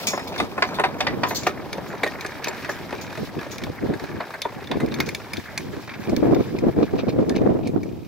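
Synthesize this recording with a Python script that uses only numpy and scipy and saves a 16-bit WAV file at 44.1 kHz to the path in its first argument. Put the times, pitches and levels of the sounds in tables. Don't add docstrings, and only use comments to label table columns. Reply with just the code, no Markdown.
import sys
import numpy as np
from scipy import signal
from scipy.fft import rfft, irfft, next_fast_len
from scipy.io import wavfile
from scipy.ndimage import map_coordinates

SR = 44100
rng = np.random.default_rng(int(sys.argv[2]) if len(sys.argv) > 2 else 0)


def dump(signal):
    limited = np.clip(np.atleast_2d(signal).T, -1, 1)
    pcm = np.round(limited * 32767).astype(np.int16)
    wavfile.write(sys.argv[1], SR, pcm)


N = 355887
TIME = np.arange(N) / SR

# (frequency [Hz], width [Hz], gain [dB])
BOX = [(392, 69, 4), (597, 39, 2.5), (763, 246, -2), (1080, 273, 5), (1246, 76, 7), (1504, 253, -3.5),
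       (1776, 207, 2), (1822, 61, 2.5), (2056, 83, -5.5), (2335, 300, -8.5), (3730, 250, -12.5),
       (4500, 500, -16.5), (5470, 3000, -26), (6850, 390, -30)]
FRAME = [(870, 1250, 7.5), (1810, 290, 12.5), (2425, 184, 21), (2430, 64, -15), (3640, 110, 10),
         (4460, 1320, 6), (4570, 240, 2), (4750, 880, 0), (5930, 650, 6.5), (11270, 1250, -7.5),
         (13000, 9200, -11.5)]
DRUM = [(880, 580, 1.5), (1497, 367, 9), (1676, 270, 11), (2250, 360, 3)]
# (time [s], churn level [dB], straw level [dB])
BEATER_LEVELS = [(0, -38, -33.5), (.3, -43, -45.5), (1.1, -37, -47), (1.7, -37, -45.5), (2.6, -32.5, -43.5),
                 (3.2, -36.5, -45), (3.8, -38, -47), (5, -36, -46), (6.1, -39, -45.5), (7.4, -41.5, -52),
                 (7.85, -66, -55.5), (8.07, -49, -54)]


def from_db(db):
    return 10 ** (np.asarray(db) / 20)


def rms_one(x):
    return x / np.sqrt(np.mean(x ** 2) + 1e-20)


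def at_level(x, db):
    return from_db(db) * x / np.sqrt(np.mean(x[:, :SR // 50] ** 2))


def in_time(rows):
    times, *columns = np.transpose(rows)
    return [np.interp(TIME, times, column) for column in columns]


def at_hz(points, hz):
    known_hz, values = np.transpose(points)
    return np.interp(np.log(hz), np.log(known_hz), values)


def cut(x, hz, kind, order=2):
    return signal.sosfilt(signal.butter(order, hz, kind, fs=SR, output="sos"), x)


def add(out, s, sound):
    start = max(round(s * SR), 0)
    out[:, start:start + sound.shape[1]] += sound[:, :N - start]


def flutter(shape, hz):
    return rms_one(cut(rng.standard_normal(shape), hz, "low"))


def drift(hz, step=40, settle=2000):
    pole = np.exp(-2 * np.pi * hz * step / SR)
    white = rng.standard_normal(N // step + settle + 2)
    slow = signal.lfilter([1], [1, -2 * pole, pole * pole], white)[settle:]
    return np.interp(np.arange(N) / step, np.arange(len(slow)), rms_one(slow))


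def stereo(pair, alike):
    mid = np.sqrt((1 + alike) / 2) * pair[0]
    side = np.sqrt((1 - alike) / 2) * pair[1]
    return np.array([mid + side, mid - side])


def stereo_noise(samples, alike):
    return stereo(rng.standard_normal((2, samples)), alike)


def bands(spectrum):
    edges = 22 * 2 ** np.arange(0, 9.6, .5)
    white = rng.standard_normal((2, 2, N))
    parts = []
    for k, (low, high) in enumerate(zip(edges, edges[1:])):
        if high > spectrum[0][0] and low < spectrum[-1][0]:
            hz = np.sqrt(low * high)
            parts.append((hz, from_db(at_hz(spectrum, hz)) * cut(white[k % 2], [low, high], "band")))
    total = np.sqrt(sum(np.mean(pair ** 2) for hz, pair in parts))
    return [(hz, pair / total) for hz, pair in parts]


def rustle(spectrum, patchy_db):
    # (frequency [Hz], correlation [0-1])
    likeness = [(100, 0.9), (300, 0.86), (640, 1), (1400, 0.57), (3100, 0.21), (6800, 0.28), (15000, 0.06)]
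    together = drift(9.7)
    return sum(stereo(pair, at_hz(likeness, hz)) * from_db(patchy_db * (together + drift(40)))
               for hz, pair in bands(spectrum))


def grains(per_s, spread_db, alike, fall_s=0.0038):
    hits = rng.random(N) < per_s * from_db(3 * drift(8)) / SR
    sizes = hits * from_db(spread_db * np.minimum(rng.exponential(1, N), 3))
    envelope = signal.lfilter([1], [1, -np.exp(-1 / (fall_s * SR))], sizes + 1e-18)
    return envelope * stereo_noise(N, alike)


def chatter(rise_s, fall_s, tail_db, tail_s, alike, rough_db=1.5, rough_hz=130):
    t = TIME[:SR // 8]
    burst = (1 - np.exp(-(t / rise_s) ** 2)) * np.exp(-t / fall_s)
    jolts = rms_one(from_db(rough_db * np.minimum(flutter(len(t), rough_hz), 2)))
    tail = from_db(tail_db) * jolts * (1 - np.exp(-t / fall_s)) * np.exp(-t / tail_s)
    return burst * stereo_noise(len(t), alike) + tail * stereo_noise(len(t), alike=0.49)


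def resonate(force, body):
    out = 0
    for k, (hz, width, db) in enumerate(body):
        r = np.exp(-np.pi * width / SR)
        poles = [1, -2 * r * np.cos(2 * np.pi * hz / SR), r * r]
        gain = (-1) ** k * from_db(db) * (1 - r * r) / 2
        out = out + gain * signal.lfilter([1, 0, -1], poles, force + 1e-18)
    return out


def at_spot(body, spread_db):
    return [(hz, width, db + spread_db * rng.uniform(-0.78, 1)) for hz, width, db in body]


def ring(modes, t, rattle=1.0, rattle_hz=45, detune=0.0017):
    hz, db, t60 = np.transpose(modes)[:, :, None]
    hz = hz * (1 + detune * rng.standard_normal(hz.shape))
    waver = 1 + rattle * flutter((len(modes), len(t)), rattle_hz)
    phase = rng.uniform(0, 2 * np.pi, hz.shape) + rng.standard_normal((2, len(modes), 1)) * hz / 7000
    return np.sum(waver * from_db(db - 60 * t / t60) * np.sin(2 * np.pi * hz * t + phase), axis=1)


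def struck(force, body, modes, ring_db, swell_s=0.00069):
    t = TIME[:force.shape[1]]
    ringing = ring(modes, t, rattle=0.87) * (1 - np.exp(-t / swell_s))
    return at_level(resonate(force, body), 0) + at_level(ringing, ring_db)


def rolling(boards_db=-7.0):
    # (time [s], level [dB])
    rumble_levels = [(0, -35.5), (.9, -36), (2, -38), (3, -40.5), (4.3, -42.5), (5.5, -46), (6.3, -40.5),
                     (8.07, -57)]
    # (frequency [Hz], relative density [dB])
    rumble_spectrum = [(60, -22), (150, 2.5), (300, 5.5), (450, 3), (700, 4.5), (1000, -1.5), (1350, -7),
                       (2500, -32)]
    rumble_db, = in_time(rumble_levels)
    bumps = grains(per_s=71, spread_db=8.5, alike=0.88)
    boards = rms_one(cut(resonate(bumps, BOX), 590, "low"))
    return from_db(rumble_db) * (rustle(rumble_spectrum, patchy_db=2.5) + from_db(boards_db) * boards)


def beater(churn_db=-7.5, straw_db=-3.5, ticks_db=-7.0):
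    # (frequency [Hz], relative density [dB])
    straw_spectrum = [(1500, 1.5), (2800, 5), (3600, 4.5), (4500, 4), (6500, -5), (8500, -13.5),
                      (11000, -9), (15000, -3)]
    work_db, spray_db = in_time(BEATER_LEVELS)
    churn = rms_one(resonate(grains(per_s=460, spread_db=5.0, alike=0.84), DRUM))
    ticks = rms_one(resonate(grains(per_s=60, spread_db=3.5, alike=0.99), FRAME))
    spray = from_db(straw_db) * rustle(straw_spectrum, patchy_db=1.72) + from_db(ticks_db) * ticks
    return from_db(work_db + churn_db) * churn + from_db(spray_db) * spray


def air(level_db=-53.5):
    # (frequency [Hz], relative density [dB])
    hiss_spectrum = [(100, 18), (1000, 21.5), (3000, -21), (6000, 10.5), (8500, -17), (11000, -5),
                     (15500, 8)]
    return from_db(level_db) * sum(pair for hz, pair in bands(hiss_spectrum))


def wind_strength(attack_s=0.0098, release_s=0.011):
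    # (time [s], level [dB])
    breeze = [(0, -44), (1.2, -33.5), (2.3, -43), (3.0, -39), (3.9, -42), (4.35, -56), (4.9, -28.5),
              (5.35, -47.5), (5.9, -41.5), (6.45, -28), (6.88, -33), (7.5, -23.5), (7.85, -28),
              (8.07, -38.5)]
    # (start [s], hold [s], level [dB])
    gusts = [(0.415, 0.02, -24.5), (1.073, 0.17, -28), (3.19, 0.043, -26), (3.361, 0.025, -27),
             (3.628, 0.017, -27), (3.674, 0.028, -28), (3.819, 0.047, -22.5), (3.895, 0.019, -19),
             (3.931, .025, -26.5), (4.03, 0.012, -28), (4.102, 0.084, -31.5), (4.565, 0.027, -36),
             (4.712, .015, -22), (4.762, 0.012, -19.5), (4.815, 0.018, -22.5), (4.838, 0.014, -18),
             (4.924, 0.022, -26.5), (4.981, 0.028, -24.5), (5.02, 0.023, -27), (5.08, 0.0049, -22),
             (5.13, 0.016, -33), (5.338, 0.011, -33), (5.384, 0.0067, -29), (5.588, 0.2, -34),
             (6.002, 0.011, -30.5), (6.09, 0.011, -16), (6.124, 0.017, -18), (6.177, 0.026, -19.5),
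             (6.23, 0.032, -13.5), (6.269, .03, -14), (6.314, 0.024, -11.5), (6.362, 0.043, -15),
             (6.546, 0.0052, -20), (6.583, 0.01, -26), (6.634, 0.017, -15), (6.667, 0.029, -16),
             (6.77, 0.022, -16.5), (6.805, 0.026, -12), (6.937, .025, -17), (6.983, .018, -20),
             (7.029, 0.016, -24.5), (7.076, 0.014, -17), (7.125, 0.048, -21.5), (7.186, .045, -15),
             (7.272, 0.047, -19.5), (7.353, 0.017, -19), (7.4, 0.022, -15.5), (7.447, 0.023, -12.5),
             (7.491, 0.039, -15.5), (7.555, 0.017, -18), (7.63, 0.039, -24.5), (7.738, 0.045, -20.5)]
    t = TIME[::20]
    power = from_db(np.interp(t, *np.transpose(breeze))) ** 2
    for s, hold, db in gusts:
        fade = np.maximum(s - t, 0) / attack_s + np.maximum(t - s - hold, 0) / release_s
        power += (from_db(db) * np.exp(-np.minimum(fade, 20))) ** 2
    return np.interp(TIME, t, 10 * np.log10(power))


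def eddies(per_s=170, fall_s=0.0055, spread_db=2.4, steady=0.51, soften_hz=280, slowest_hz=14):
    hits = (rng.random((2, N)) < per_s / SR) * from_db(rng.uniform(-spread_db, spread_db, (2, N)))
    push = rms_one(signal.lfilter([1], [1, -np.exp(-1 / (fall_s * SR))], hits))
    flow_db = cut(20 * np.log10(push + steady), soften_hz, "low", order=3)
    swing_db = cut(flow_db, slowest_hz, "high")
    return swing_db - 10 * np.log10(np.mean(from_db(swing_db) ** 2))


def wind(level_db=0.94, brighten=0.28, windward_db=0.85):
    # (frequency [Hz], relative density [dB])
    buffet_spectrum = [(20, -25), (40, -51), (70, -4), (110, 2.5), (180, 0.5), (330, 1), (450, -8),
                       (650, -19.5), (1000, -46), (1500, -68), (3000, -63), (6000, -104)]
    gust_db = wind_strength()
    eddy_db = gust_db + eddies()
    excess_db = eddy_db - np.mean(gust_db)
    buffets = sum(pair * from_db(eddy_db + brighten * np.clip(np.log2(hz / 280), -1.5, 2) * excess_db)
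                  for hz, pair in bands(buffet_spectrum))
    port_db = windward_db * np.array([[-.5], [.5]])
    return from_db(level_db + port_db) * buffets


def jangle(t, fall_s):
    # (frequency [Hz], width [Hz], gain [dB])
    chain = [(3980, 2300, 15.5), (6500, 2000, 13), (11400, 2500, -1.5), (13300, 4500, -10), (15300, 900, 4)]
    rubbing = stereo_noise(len(t), alike=0.06) * np.exp(-t / fall_s)
    return resonate(rubbing, at_spot(chain, spread_db=3.0))


def clinks(ring_db=-10.5, jangle_db=-1.5):
    # (time [s], level [dB], relative jangle [dB])
    hits = [(0.07, -11, -11.5), (2.6934, -32, -8.5), (3.012, -35.5, -4), (3.5154, -30, -10),
            (5.061, -34, -5)]
    # (frequency [Hz], level [dB], t60 [s])
    heavy_link = [(1990, 0, .15), (2170, -1.5, .15), (2348, 3, .19), (2548, 2, .19), (3445, 0, .2),
                  (3640, -6, .25), (4382, -9, .2), (4818, -6, .15), (5074, -4, .35), (5138, -4.5, .6),
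                  (5573, 0.5, .27), (5615, 0.5, .25), (6180, -6, .16), (6345, -4, .22), (6470, -5, .18),
                  (6598, 0, .2), (6684, -3, .2), (6730, 1, .29), (7122, -11, .16), (7768, -11, .15),
                  (8100, -11, .14), (9049, -15, .12), (11180, -10, .25), (12150, -12, .25),
                  (13920, -11, .15), (14970, -8, .19), (15320, -4, .12), (15560, -4, .1)]
    out, t = np.zeros((2, N)), TIME[:SR // 3]
    for s, db, loose_db in hits:
        link = at_level(ring(heavy_link, t, rattle=0.69, rattle_hz=70, detune=0.0007), db + ring_db)
        neighbours = at_level(jangle(t, fall_s=0.023), db + loose_db + jangle_db)
        add(out, s, link + neighbours)
    return out


def knocks(boards_db=-10.0, tone_db=-11.5, tone_width_hz=42, lead_s=0.00201, thump_lag_s=0.0014):
    # (time [s], level [dB], relative thump [dB], relative crack [dB], pitch [Hz], chatter decay [s])
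    blows = [(0.134, -18, -9, -29, 1013, 0.0075), (0.177, -21.5, -17, -16, 764, .005),
             (0.194, -28, -18, -11, 1900, .005), (0.401, -15, -11.5, -10.5, 1200, 0.003),
             (0.58, -15.5, -14, -38, 1030, 0.0075), (0.624, -8.5, -17.5, -10, 1017, 0.0049),
             (0.787, -16.5, -15, -25, 1000, 0.0033), (0.797, -13, -10.5, -17.5, 765, 0.0054),
             (0.839, -10, -30, -14, 770, 0.0047), (0.849, -15.5, -14, -16, 960, 0.0093),
             (1.006, -16, -19, -7, 770, .0065), (1.069, -14.5, -20, -9, 1964, 0.0042),
             (1.235, -11, -17, -15, 986, 0.0048), (1.309, -21, -8.5, -13.5, 745, 0.0044),
             (1.468, -13, -7, -10, 1262, 0.0063), (1.782, -33, 4.5, -14, 570, 0.0062),
             (2.034, -16.5, -7, -8.5, 1860, .006), (2.063, -21.5, -8.5, -16, 1850, 0.011),
             (2.121, -32.5, -18, -13, 650, 0.0035), (2.248, -22.5, -11.5, -19, 1706, 0.0051),
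             (2.472, -23.5, -5.5, -10, 926, 0.0036), (2.511, -31, -11, -16, 630, 0.0039),
             (2.647, -27, -35, -8, 1890, .004), (2.692, -19, -10, -28, 1720, 0.0077),
             (2.755, -38, -14, -16, 762, .005), (2.789, -34, -10, -12, 746, 0.0055),
             (2.927, -22.5, -6.5, -22, 537, 0.0035), (3.175, -30, -8, -11, 600, 0.0043),
             (3.39, -29.5, -28, -15, 1680, .004), (3.667, -31, -9, -19, 810, 0.0029),
             (3.937, -30, -7, -11.5, 1630, 0.0042), (4.205, -21, -14, -20, 710, 0.004),
             (4.34, -25.5, -26, -18, 1580, .006), (4.454, -18.5, -8, -36, 924, 0.0047),
             (4.523, -33, -10, -20, 1030, 0.0052), (4.609, -44, -27, -3, 2170, 0.0052),
             (4.715, -21, -8, -18, 704, 0.0032), (4.802, -24.5, -18, -16, 2060, 0.0076),
             (5.2, -34, -12, -15, 1400, 0.0035), (5.894, -35, -30, -3, 2300, 0.0044),
             (5.938, -35.5, -30, -5, 2330, 0.0068), (6.043, -38, -18, -21, 783, .004),
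             (6.989, -30.5, -18, -16, 1300, 0.0046), (7.298, -30.5, -16, -20, 1770, .005)]
    # (frequency [Hz], level [dB], t60 [s])
    board_modes = [(450, -10, 0.0098), (622, 14, 0.019), (733, -8, 0.22), (1007, 18.5, 0.014),
                   (1454, 6.5, 0.051), (1870, 8.5, 0.024), (2150, -9, 0.072), (2545, 1, 0.036),
                   (3500, -13, 0.037)]
    out = np.zeros((2, N))
    for s, db, thump_db, crack_db, hz, fall_s in blows:
        force = chatter(rise_s=0.0022, fall_s=fall_s, tail_db=-13.5, tail_s=0.022, alike=0.81,
                        rough_db=3.0, rough_hz=110)
        wood = struck(force, at_spot(BOX, spread_db=3.5), board_modes, ring_db=-2.5)
        thump = at_level(cut(wood, 627, "low", order=4), db + thump_db)
        boards = at_level(cut(wood, [600, 2700], "band", order=4), db + boards_db)
        tone = at_level(resonate(force, [(hz, tone_width_hz, 0)]), db + tone_db)
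        crack = at_level(cut(wood, 2240, "high", order=4), db + crack_db)
        add(out, s - lead_s, boards + tone + crack)
        add(out, s - lead_s + thump_lag_s, thump)
    return out


def jingles(jangle_db=-5.0, gap_s=0.0051, loss_db=5, faint_per_s=2, faint_db=-13, faint_sparkle_db=-7):
    # (time [s], level [dB], relative sparkle [dB])
    clashes = [(0.235, -59.5, 5), (0.345, -57, -1), (0.665, -48, -7), (0.985, -51, -7), (1.268, -47, -4),
               (1.285, -41, 3), (1.348, -32, -7), (1.357, -29, -9.5), (1.88, -55, 3), (2.7, -48, -3),
               (3.01, -50, -1), (3.51, -48, -1)]
    # (frequency [Hz], level [dB], t60 [s])
    light_link = [(3600, 3, 0.11), (4050, -1, 0.14), (4200, 5, .1), (4750, 5, 0.1), (5370, -5, .09),
                  (6060, 5, 0.18), (7000, 2, 0.24), (7500, -4, 0.13), (11800, -4, 0.12), (12100, -3, 0.11),
                  (15100, -4, .1), (15400, -1, .09)]
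    out, t = np.zeros((2, N)), TIME[:SR // 9]
    times = np.cumsum(rng.exponential(1, 80)) / faint_per_s
    when, _, straw_db = np.transpose(BEATER_LEVELS)
    faint = [(s, np.interp(s, when, straw_db) + faint_db, faint_sparkle_db)
             for s in times if s < TIME[-SR // 8]]
    for s, db, sparkle_db in list(clashes) + faint:
        for k in range(5):
            link = at_level(ring(light_link, t, detune=0.03), 0)
            link += at_level(jangle(t, fall_s=0.036), jangle_db)
            body = at_level(cut(link, 9100, "low", order=4), db)
            sparkle = at_level(cut(link, 9600, "high", order=3), db + sparkle_db)
            add(out, s + gap_s * k * rng.uniform(0.7, 1.4), from_db(-loss_db * k) * (body + sparkle))
    return out


def snaps(frame_db=-12.0, low_db=-11, high_db=-12, bite_db=-4.5, fizz_db=-8.5, lead_s=0.00066):
    # (time [s], level [dB], relative brightness [dB], relative upper tone [dB])
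    blows = [(0.274, -34.5, -2, 4), (0.379, -29, -6, 9.5), (0.743, -33.5, -5.5, 6), (1.433, -30, -6, -4),
             (1.4696, -28, 0, -13), (1.7294, -24.5, -9.5, -2), (2.0339, -16.5, -34, -17),
             (2.075, -33, -10, 3), (2.209, -28.5, -8.5, -4), (2.263, -30.5, -6.5, -3),
             (2.443, -23.5, -5.5, -16), (2.483, -28.5, -1.5, -12), (3.582, -32, -7.5, -1),
             (3.637, -28.5, -8.5, 1), (4.4184, -26, -5.5, 7), (4.672, -41.5, -7, 12),
             (4.714, -28, -22, 7.5), (4.861, -37.5, -7, -5), (4.941, -29, -7, 1),
             (5.0022, -12.5, -13.5, -7), (5.0891, -22.5, -12.5, -9), (5.1477, -24.5, -8, 1.5),
             (5.334, -22, -10.5, -10), (5.369, -32.5, -10, 6.5), (5.5768, -18.5, -8.5, -10),
             (6.095, -35, -5, -11), (6.164, -31, 0.5, 4), (6.346, -29, -12, -3), (6.587, -30, -10.5, -11),
             (7.092, -33.5, -7.5, -8), (7.294, -33.5, -0.5, 5), (7.362, -28.5, -10, -6),
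             (7.673, -34, -6, -10), (7.8312, -35, -14, -14)]
    # (time [s], shaking over direct blow [dB])
    scatter = [(0, 17), (2, -21), (4.4, -17), (5.8, -21), (6.8, -19), (8.07, -17)]
    # (frequency [Hz], level [dB], t60 [s])
    frame_modes = [(1930, -2, 0.037), (4360, 9.5, 0.021), (4490, 8, 0.017), (5080, 5, 0.039),
                   (5340, 5.5, .025), (6310, -10, 0.076), (7460, -14, 0.047)]
    catch_modes = [(2133, -10.5, 0.068), (2282, 1.5, 0.028)]
    catch_low, catch_high = [(2230, 150, 0)], [(3600, 164, 0)]  # (frequency [Hz], width [Hz], gain [dB])
    out = np.zeros((2, N))
    for s, db, bright_db, upper_db in blows:
        scatter_db = np.interp(s, *np.transpose(scatter))
        force = chatter(rise_s=0.0008, fall_s=0.0035, tail_db=scatter_db, tail_s=0.019, alike=0.83)
        steel = struck(force, at_spot(FRAME, spread_db=5.5), frame_modes, ring_db=-6.0)
        frame = at_level(cut(steel, 2430, "low", order=4), db + frame_db)
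        low_tone = at_level(struck(force, catch_low, catch_modes, ring_db=6.0), db + low_db)
        high_tone = at_level(resonate(force, catch_high), db + high_db + upper_db)
        bite = at_level(cut(steel, [3900, 7200], "band", order=3), db + bright_db + bite_db)
        fizz = at_level(cut(steel, 8500, "high", order=4), db + bright_db + fizz_db)
        add(out, s - lead_s, frame + low_tone + high_tone + bite + fizz)
    return out


def scrapes(band_hz=(2300, 5200), grit_db=3.5, grit_hz=300):
    # (time [s], length [s], level [dB])
    runs = [(0.33, 0.038, -40), (2.435, 0.029, -33), (2.975, 0.055, -47), (4.913, 0.022, -41),
            (6.559, .015, -46), (6.824, 0.026, -39.5), (6.978, 0.037, -37.5), (7.081, .028, -40),
            (7.35, .035, -39), (7.627, .015, -50), (7.648, 0.044, -45.5)]
    out = np.zeros((2, N))
    for s, length, db in runs:
        t = TIME[:int(2 * length * SR)]
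        slips = from_db(grit_db * flutter(len(t), grit_hz))
        swell = np.sqrt(t / length) * np.exp(-2 * (t / length) ** 2)
        force = slips * swell * stereo_noise(len(t), alike=0.54)
        add(out, s, at_level(cut(resonate(force, FRAME), band_hz, "band"), db))
    return out


def taps(drum_db=-18.0, frame_db=-22.5, light_per_s=5, light_db=9.5, spread_db=2):
    # (time [s], level [dB])
    small_knocks = [(0.359, -16), (0.6868, -18), (1.925, -20.5), (1.9494, -24), (2.5296, -25), (2.884, -30),
                    (2.906, -20), (3.1252, -20), (3.1507, -19), (3.3505, -30), (3.411, -19), (3.428, -21),
                    (3.557, -25), (3.616, -21.5), (3.688, -34), (3.715, -31), (3.9948, -19), (4.038, -19.5),
                    (4.055, -29), (4.304, -21), (4.543, -34), (4.9193, -21), (4.985, -21), (5.371, -23),
                    (5.395, -23), (5.763, -25), (5.875, -21), (5.915, -25), (6.4017, -21)]
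    out = np.zeros((2, N))
    gap_draw, size_draw = rng.random((200, 2)).T
    times = np.cumsum(-np.log(1 - gap_draw)) / light_per_s
    when, churn_db, _ = np.transpose(BEATER_LEVELS)
    levels = np.interp(times, when, churn_db) + light_db + spread_db * (1 - 2 * size_draw)
    light_taps = [(s, db) for s, db in zip(times, levels) if s < TIME[-1]]
    for s, db in list(small_knocks) + light_taps:
        force = chatter(rise_s=0.0016, fall_s=0.0046, tail_db=-17, tail_s=0.064, alike=0.88)
        drum = at_level(resonate(force, DRUM), db + drum_db)
        frame = at_level(resonate(force, FRAME), db + frame_db)
        add(out, s, drum + frame)
    return out


def passing(cart):
    # (time [s], lag of the left channel [ms])
    bearing = [(0, -0.13), (.8, -0.11), (1.8, -0.021), (5, -0.0082), (6.3, 0.059), (8.07, 0.016)]
    lag_ms, = in_time(bearing)
    left = map_coordinates(cart[0], [(TIME - lag_ms / 1000) * SR], order=3)
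    return np.array([left, cart[1]])


def scene():
    hiss = air()
    cart = knocks() + snaps() + scrapes() + clinks() + jingles() + taps() + rolling() + beater()
    return passing(cart) + wind() + hiss


def record(dry, ceiling=0.74, cutoff_hz=15750):
    # (frequency [Hz], left minus right [dB])
    ports = [(500, 0.5), (2400, -.5), (3200, 3), (4200, 0.5), (6000, 2), (7600, -1.5), (9500, -3.5),
             (15000, 0.5)]
    size = next_fast_len(N + SR // 10)
    tilt_db = at_hz(ports, np.maximum(np.fft.rfftfreq(size, 1 / SR), 1))
    coloured = irfft(rfft(dry, size) * from_db(tilt_db * np.array([[.5], [-.5]])), size)[:, :N]
    rounded = ceiling * np.tanh(coloured / ceiling)
    return signal.sosfilt(signal.ellip(10, .2, 80, cutoff_hz, fs=SR, output="sos"), rounded)


dry = scene()
out = record(dry)
dump(out)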